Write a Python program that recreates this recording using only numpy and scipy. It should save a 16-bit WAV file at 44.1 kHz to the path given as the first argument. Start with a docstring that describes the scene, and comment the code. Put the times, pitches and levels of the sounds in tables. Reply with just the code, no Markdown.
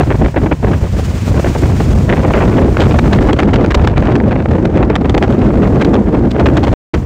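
"""Desert storm at a microphone port

A desert storm blows across a phone microphone. Big eddies rumble, smaller ones flutter and rasp over the port:
noise bands shaped by one unsteady flow. Blown sand hisses behind, as treble noise that follows a level curve.
Sharp puffs of fast air spit into the port, as short bells of noise broken into snaps.
A limiter holds the peaks; the sound cuts out once."""
import sys
import numpy as np
from scipy import signal
from scipy.fft import rfft, irfft, next_fast_len
from scipy.io import wavfile
from scipy.ndimage import uniform_filter1d, minimum_filter1d, map_coordinates

SR = 44100
rng = np.random.default_rng(int(sys.argv[2]) if len(sys.argv) > 2 else 0)


def invert_db(level):
    """Linear amplitude ratio for a level in decibels (20 dB per decade), elementwise."""
    return 10 ** (np.asarray(level, dtype=float) / 20)


def bounce(signal):
    """Save signal as a 16-bit WAV file at the path given by the first command-line argument."""
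    frames = np.transpose(np.atleast_2d(signal))
    limited = np.clip(frames, -1, 1)
    pcm = np.round(limited * 32767).astype(np.int16)
    wavfile.write(sys.argv[1], SR, pcm)


N = 310905  # samples

# air flow at the port: start_s, strength_db, speed_db (flutter over strength), raggedness_db
FLOW = [(0, -10, -3, 7), (.5, -16, -1, -2.5), (.66, -13.5, -2.5, 4.5), (1.0, -15, -14, -11.5),
        (1.45, -14.5, -1.5, 2.5), (1.9, -13, -9, -6), (2.1, -11.5, -5, 3.5), (2.36, -10.5, -5.5, 10.5),
        (2.62, -13, 3, 4.5), (2.9, -11, -6.5, 5), (3.2, -10, -0.5, 6.5), (3.67, -14, -0.5, 1),
        (3.97, -11, -9, 3.5), (4.18, -17, 4.5, -1.5), (4.36, -12.5, -1.5, 3.5), (4.6, -14.5, 0.5, -1.5),
        (5.25, -15, -0.5, 1.5), (5.98, -12.5, 4.5, 2), (6.5, -13, 2.5, 2.5), (6.73, -12.5, -2.5, 5.5),
        (7.05, -14, -10, -7)]
# brief lulls of the flow, and one slight swell (negative depth):
# centre_s, length_ms (between 1/e points of the depth), depth_db
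LULLS = [(0.054, 38, 22), (0.179, 57, 17.5), (.31, 74, 21), (.43, 40, -1), (.58, 86, 18.5), (.8, 42, 10),
         (.89, 79, 8), (1.211, 70, 7), (1.421, 32, 15), (1.54, 42, 17), (2.72, 140, 5), (3.26, 13, 1.5),
         (3.37, 51, 10.5), (3.73, 32, 7), (4.44, 54, 6.5), (6.05, 87, 6), (6.21, 130, 3.5), (6.33, 116, 7),
         (6.965, 58, 1.5)]
# blown sand, thickest in the second second, thinning out after the third: start_s, hiss_db
SAND_HISS = [(0, -58), (.58, -62), (.95, -54), (1.2, -53.5), (1.49, -51.5), (1.88, -52.5), (2.15, -57),
             (3.26, -57.5), (3.36, -65.5), (4.0, -69.5), (4.97, -72.5), (5.2, -67), (5.78, -64.5),
             (6.23, -69.5), (6.5, -65)]
# brief swells and slight dips of the sand hiss: centre_s, change_db (added to the hiss)
SAND_SWELLS = [(.02, -2), (.57, -0.5), (.99, 6), (1.055, 6), (1.275, 2.5), (1.49, 3), (1.59, 3)]
# strong puffs of fast air: peak_s, length_ms (nominal), spit_db, tear_db (over the spit)
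STRONG_PUFFS = [(.01, 6.3, -12, -18), (.11, 30, -20.5, -30), (.146, 11, -26, -23), (.219, 11, -27, -36),
                (.246, 12, -22.5, -28), (.26, 7.2, -16, -21), (.283, 7.6, -29, -20), (.344, 9.1, -26, -20),
                (.368, 26, -19.5, -27), (.418, 5.5, -28, -38), (.464, 17, -19, -28),
                (.516, 15.6, -14.5, -29), (.629, 8, -30, -22), (.672, 9.7, -25, -32), (.733, 30, -23, -41),
                (.835, 12, -30, -36), (.968, 8, -26.5, -25), (.992, 16, -30.5, -16), (1.365, 6.8, -25, -27),
                (1.381, 5.5, -24, -21), (1.446, 7.8, -23, -25), (1.461, 11, -28, -25),
                (1.554, 16, -29, -20), (1.637, 8, -23, -32), (1.804, 17, -24, -18), (2.096, 22, -14.5, -18),
                (2.13, 19.5, -12, -20), (2.169, 29, -23.5, -28), (2.251, 15, -20, -37.5),
                (2.308, 20, -21, -18), (2.339, 11, -7, -19), (2.377, 21, -20, -34), (2.422, 29, -20, -33),
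                (2.584, 12, -12, -24), (2.628, 8.1, -19.5, -23), (2.77, 4, -10, -19),
                (2.81, 59, -18, -10.5), (2.856, 5.7, -18, -7), (2.914, 20, -14, -16),
                (2.945, 7.4, -16, -13), (2.989, 9.3, -7, -10), (3.133, 18, -10.5, -10),
                (3.187, 5.4, -10.5, -30), (3.225, 12, -24.5, -11), (3.294, 28, -16, -23),
                (3.332, 9.6, -11, -6), (3.394, 17.6, -8.5, -12), (3.433, 7.7, -17, -13),
                (3.492, 9, -19, -39), (3.539, 18, -11, -8.5), (3.561, 14, -19, -9.5), (3.644, 11, -17, -15),
                (3.662, 3.2, -14, -14), (3.71, 17.5, -15, -11), (3.748, 12, -7, -5),
                (3.795, 9.8, -21.5, -22), (3.848, 12, -20, -15.5), (3.875, 15, -17, -9.5),
                (3.901, 18, -30, -14), (3.978, 10, -15.5, -13), (4.025, 4.9, -15.5, -18),
                (4.071, 7.8, -19.5, -18), (4.109, 39, -24, -14), (4.157, 10.6, -10.5, -11),
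                (4.202, 2, -10, -17.5), (4.315, 32, -27, -19), (4.362, 5, -20, -27.5),
                (4.4, 20, -26.5, -22), (4.458, 8.5, -20, -22), (4.584, 10.6, -28.5, -24),
                (4.654, 9.2, -15, -11), (4.763, 62, -26, -18.5), (4.829, 10, -23, -13),
                (4.901, 12, -18, -16), (4.957, 11.6, -9, -9.5), (5.047, 8.5, -29, -26),
                (5.098, 9.8, -19, -9), (5.146, 14, -17, -13), (5.179, 10, -13.5, -10.5),
                (5.231, 25, -18.5, -13), (5.28, 11, -29, -14), (5.327, 11, -26.5, -13.5),
                (5.421, 12, -29, -18.5), (5.451, 9.7, -25.5, -10.5), (5.539, 16, -27, -18),
                (5.63, 29, -27, -14.5), (5.816, 21, -13.5, -12), (5.851, 13, -28, -7),
                (5.941, 24, -21, -10.5), (6.073, 9.1, -27, -31), (6.138, 66, -33, -13),
                (6.362, 9.7, -25, -24), (6.399, 19, -13, -13.5), (6.463, 12, -7, -13),
                (6.486, 8.4, -19, -14), (6.572, 15, -11.5, -9.5), (6.637, 18.4, -16, -4),
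                (6.675, 30, -30, -9), (6.943, 14, -19.5, -6.5)]

# spectral densities of the eddies, large to small: frequency_hz, density_db (relative, per Hz)
RUMBLE_TONE = [(15, -46.5), (30, -16.5), (55, 1), (100, -1), (160, -5), (300, -23.5), (800, -32),
               (16000, -120)]
FLUTTER_TONE = [(60, -38.5), (130, -16.5), (200, 4.5), (330, -0.5), (500, -8.5), (900, -22.5), (2000, -36),
                (16000, -120)]
RASP_TONE = [(200, -30), (550, 0), (1000, -9), (2000, -19), (3500, -28), (8000, -44), (10000, -60),
             (16000, -66)]
# spectral density of the sand hiss: frequency_hz, density_db (relative, per Hz)
SAND_TONE = [(300, -5), (1000, 8), (2500, 5.5), (3700, 0), (7000, -1), (9500, -9.5), (11500, -19),
             (14600, -10.5), (16000, -15)]
# spectral densities of a puff's low push, spit and torn core: frequency_hz, density_db (relative, per Hz)
THUD_TONE = [(100, -25), (300, 5), (500, 0.5), (900, -7.5), (1500, -22.5), (3000, -46), (16000, -120)]
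SPIT_TONE = [(500, -18.5), (1000, 2.5), (1600, 1.5), (2500, -4), (3600, -19), (7000, -55.5), (16000, -120)]
TEAR_TONE = [(1500, -15), (3200, 1), (5000, -10.5), (7700, -18.5), (9700, -33.5), (14500, -36),
             (16000, -40)]
# the silence: start_s, end_s
DROPOUT = (6.7378, 6.935)

RUMBLE_FEELS, RASP_FEELS = 0.46, 0.44  # share of a lull's depth; the flutter feels all of it
RASP_DB = -33  # at raggedness 0
SWELL_S = 0.018  # half width of a swell or dip of the hiss, to 1/e of its change in dB
WEAK_COUNT = 120
WEAK_MS, WEAK_MS_SCATTER = 10.3, 0.65  # median nominal length; scatter of its natural logarithm
WEAK_DB, WEAK_SCATTER_DB = -31.5, 2  # mean spit at raggedness 0 outside lulls; scatter
WEAK_TEAR_DB, TEAR_SCATTER_DB = -28, 6  # mean tear over the spit; scatter
THUD_DB, THUD_GROWS, THUD_SCATTER_DB = -15, 0.73, 4  # push of a -19.5 dB spit; dB per dB of spit; scatter
SNAP_DB, TEAR_SNAP_DB = 5, 6  # dB per unit of the snap curve
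CEILING = .9  # peak amplitude ahead of the low-pass
TOP_HZ = 15600  # low-pass corner


def unit(x):
    """Normalization by mean power: scaled to rms 1."""
    return x / np.sqrt(np.mean(x ** 2) + 1e-20)


def curves(rows):
    """Linear interpolation: one value per sample for each column after the time."""
    s, *columns = np.transpose(rows)
    return [np.interp(np.arange(N) / SR, s, column) for column in columns]


def wobble(rate):
    """Spline interpolation of random knots, rate knots a second, gives a smooth random curve."""
    return map_coordinates(rng.standard_normal(N // 20), [np.arange(N) * rate / SR])


def bells(rows, power):
    """Superposition of bell shapes, one per (centre s, half width s, height)."""
    t = np.arange(N) / SR
    return sum(height * np.exp(-np.abs((t - s) / half) ** power) for s, half, height in rows)


def noise(tone, lumps_db, lo_hz, hi_hz):
    """Spectral shaping of white noise to rms 1 between lo_hz and hi_hz, then modulation by lumps of rms 1."""
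    size = next_fast_len(N + 8192)
    hz = np.fft.rfftfreq(size, 1 / SR)
    tone_hz, tone_db = np.transpose(tone)
    white = rfft(rng.standard_normal(size))
    spectrum = white * invert_db(np.interp(np.log(hz + 1), np.log(tone_hz), tone_db))
    lumps = unit(invert_db(lumps_db))
    band = irfft(spectrum * (hz > lo_hz) * (hz < hi_hz), size)
    return lumps * irfft(spectrum, size)[:N] / np.std(band)


def flow():
    """Unsteady flow: strength, speed and raggedness of the air, and the depth of its lulls, all in dB."""
    lull_db = bells([(s, ms / 2000, db) for s, ms, db in LULLS], power=2)
    return *curves(FLOW), lull_db


def stream(strength_db, speed_db, ragged_db, lull_db):
    """Turbulence: one flow shakes three sizes of eddy; the smaller they are, the more they follow its surges."""
    surge = unit(wobble(25) + 1.35 * wobble(70))
    rumble = noise(RUMBLE_TONE, 2.13 * surge + 0.52 * wobble(20), 30, 100)
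    flutter = noise(FLUTTER_TONE, 3 * surge + 1.1 * wobble(40), 199, 450)
    rasp = noise(RASP_TONE, 4.5 * surge + 4.5 * wobble(250), 700, 3000)
    rumble_gain = invert_db(strength_db - RUMBLE_FEELS * lull_db)
    flutter_gain = invert_db(strength_db + speed_db - lull_db)
    rasp_gain = invert_db(RASP_DB + ragged_db - RASP_FEELS * lull_db)
    return rumble_gain * rumble + flutter_gain * flutter + rasp_gain * rasp


def sand():
    """Amplitude modulation of treble noise: a smooth far hiss that breathes a little."""
    swells_db = bells([(s, SWELL_S, db) for s, db in SAND_SWELLS], power=2.2)
    hiss_db = curves(SAND_HISS)[0] + swells_db
    breath_db = .8 * wobble(20) + 1.2 * wobble(60)
    return invert_db(hiss_db) * noise(SAND_TONE, breath_db, 11000, 15500)


def weak_puffs(ragged_db, lull_db):
    """Random arrivals, unevenly spaced: rows like the strong puffs, louder where the flow is ragged."""
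    when = rng.random(WEAK_COUNT)
    long, loud, torn = rng.standard_normal((WEAK_COUNT, 3)).T
    at = ((np.arange(WEAK_COUNT) + when) / WEAK_COUNT * N).astype(int)
    length_ms = WEAK_MS * np.exp(WEAK_MS_SCATTER * long)
    spit_db = WEAK_DB + ragged_db[at] - lull_db[at] + WEAK_SCATTER_DB * loud
    tear_db = WEAK_TEAR_DB + TEAR_SCATTER_DB * torn
    return np.transpose([at / SR, length_ms, spit_db, tear_db])


def puffs(rows):
    """Intermittent turbulence: each puff is a short bell of torn air, broken into snaps a few ms apart."""
    thud, spit, tear = np.zeros((3, N))
    t = np.arange(N) / SR
    for (s, ms, spit_db, tear_db), chance in zip(rows, rng.standard_normal(len(rows))):
        near = slice(max(round((s - .05) * SR), 0), round((s + .05) * SR))
        u = (t[near] - s) * 2000 / ms  # time in half lengths
        u = np.where(u < 0, -1.6 * u, 0.74 * u)  # quicker to come than to go
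        thud_db = THUD_DB + THUD_GROWS * (spit_db + 19.5) + THUD_SCATTER_DB * chance
        thud[near] += invert_db(thud_db - 7.9 * (u / 0.98) ** 2.75)  # the low push lasts longer
        spit[near] += invert_db(spit_db - 6 * (u / .7) ** 1.8)
        tear[near] += invert_db(spit_db + tear_db - 6 * (u / .6) ** 2)  # only the core tears
    snaps = wobble(450)
    low = thud * noise(THUD_TONE, 1.7 * snaps, 400, 1400)
    middle = spit * noise(SPIT_TONE, SNAP_DB * snaps, 810, 3500)
    high = tear * noise(TEAR_TONE, TEAR_SNAP_DB * snaps, 3430, 9000)
    return low + middle + high


def scene():
    """Superposition: everything arrives at one microphone port."""
    strength_db, speed_db, ragged_db, lull_db = flow()
    wind = stream(strength_db, speed_db, ragged_db, lull_db)
    rows = np.concatenate([STRONG_PUFFS, weak_puffs(ragged_db, lull_db)])
    return (wind + sand() + puffs(rows))[None]


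def top_cut(x):
    """Nothing passes above the cut-off."""
    return signal.sosfilt(signal.butter(12, 16330, fs=SR, output="sos"), x)


def record(dry):
    """Gain control: a fast look-ahead limiter, a momentary dropout, then a steep low-pass."""
    x = dry * invert_db(1.0)
    hold = round(0.0022 * SR)
    need = np.minimum(1, CEILING / (np.abs(x) + 1e-9))
    gain = uniform_filter1d(minimum_filter1d(need, 2 * hold + 1), hold)
    t = np.arange(N) / SR
    live = np.clip(np.maximum(DROPOUT[0] - t, t - DROPOUT[1]) / .0002, 0, 1)  # 0.2 ms ramps
    low_pass = signal.ellip(10, .1, 70, TOP_HZ, fs=SR, output="sos")
    mix = signal.sosfilt(low_pass, x * gain * live)
    return top_cut(mix)


dry = scene()
out = record(dry)
bounce(out)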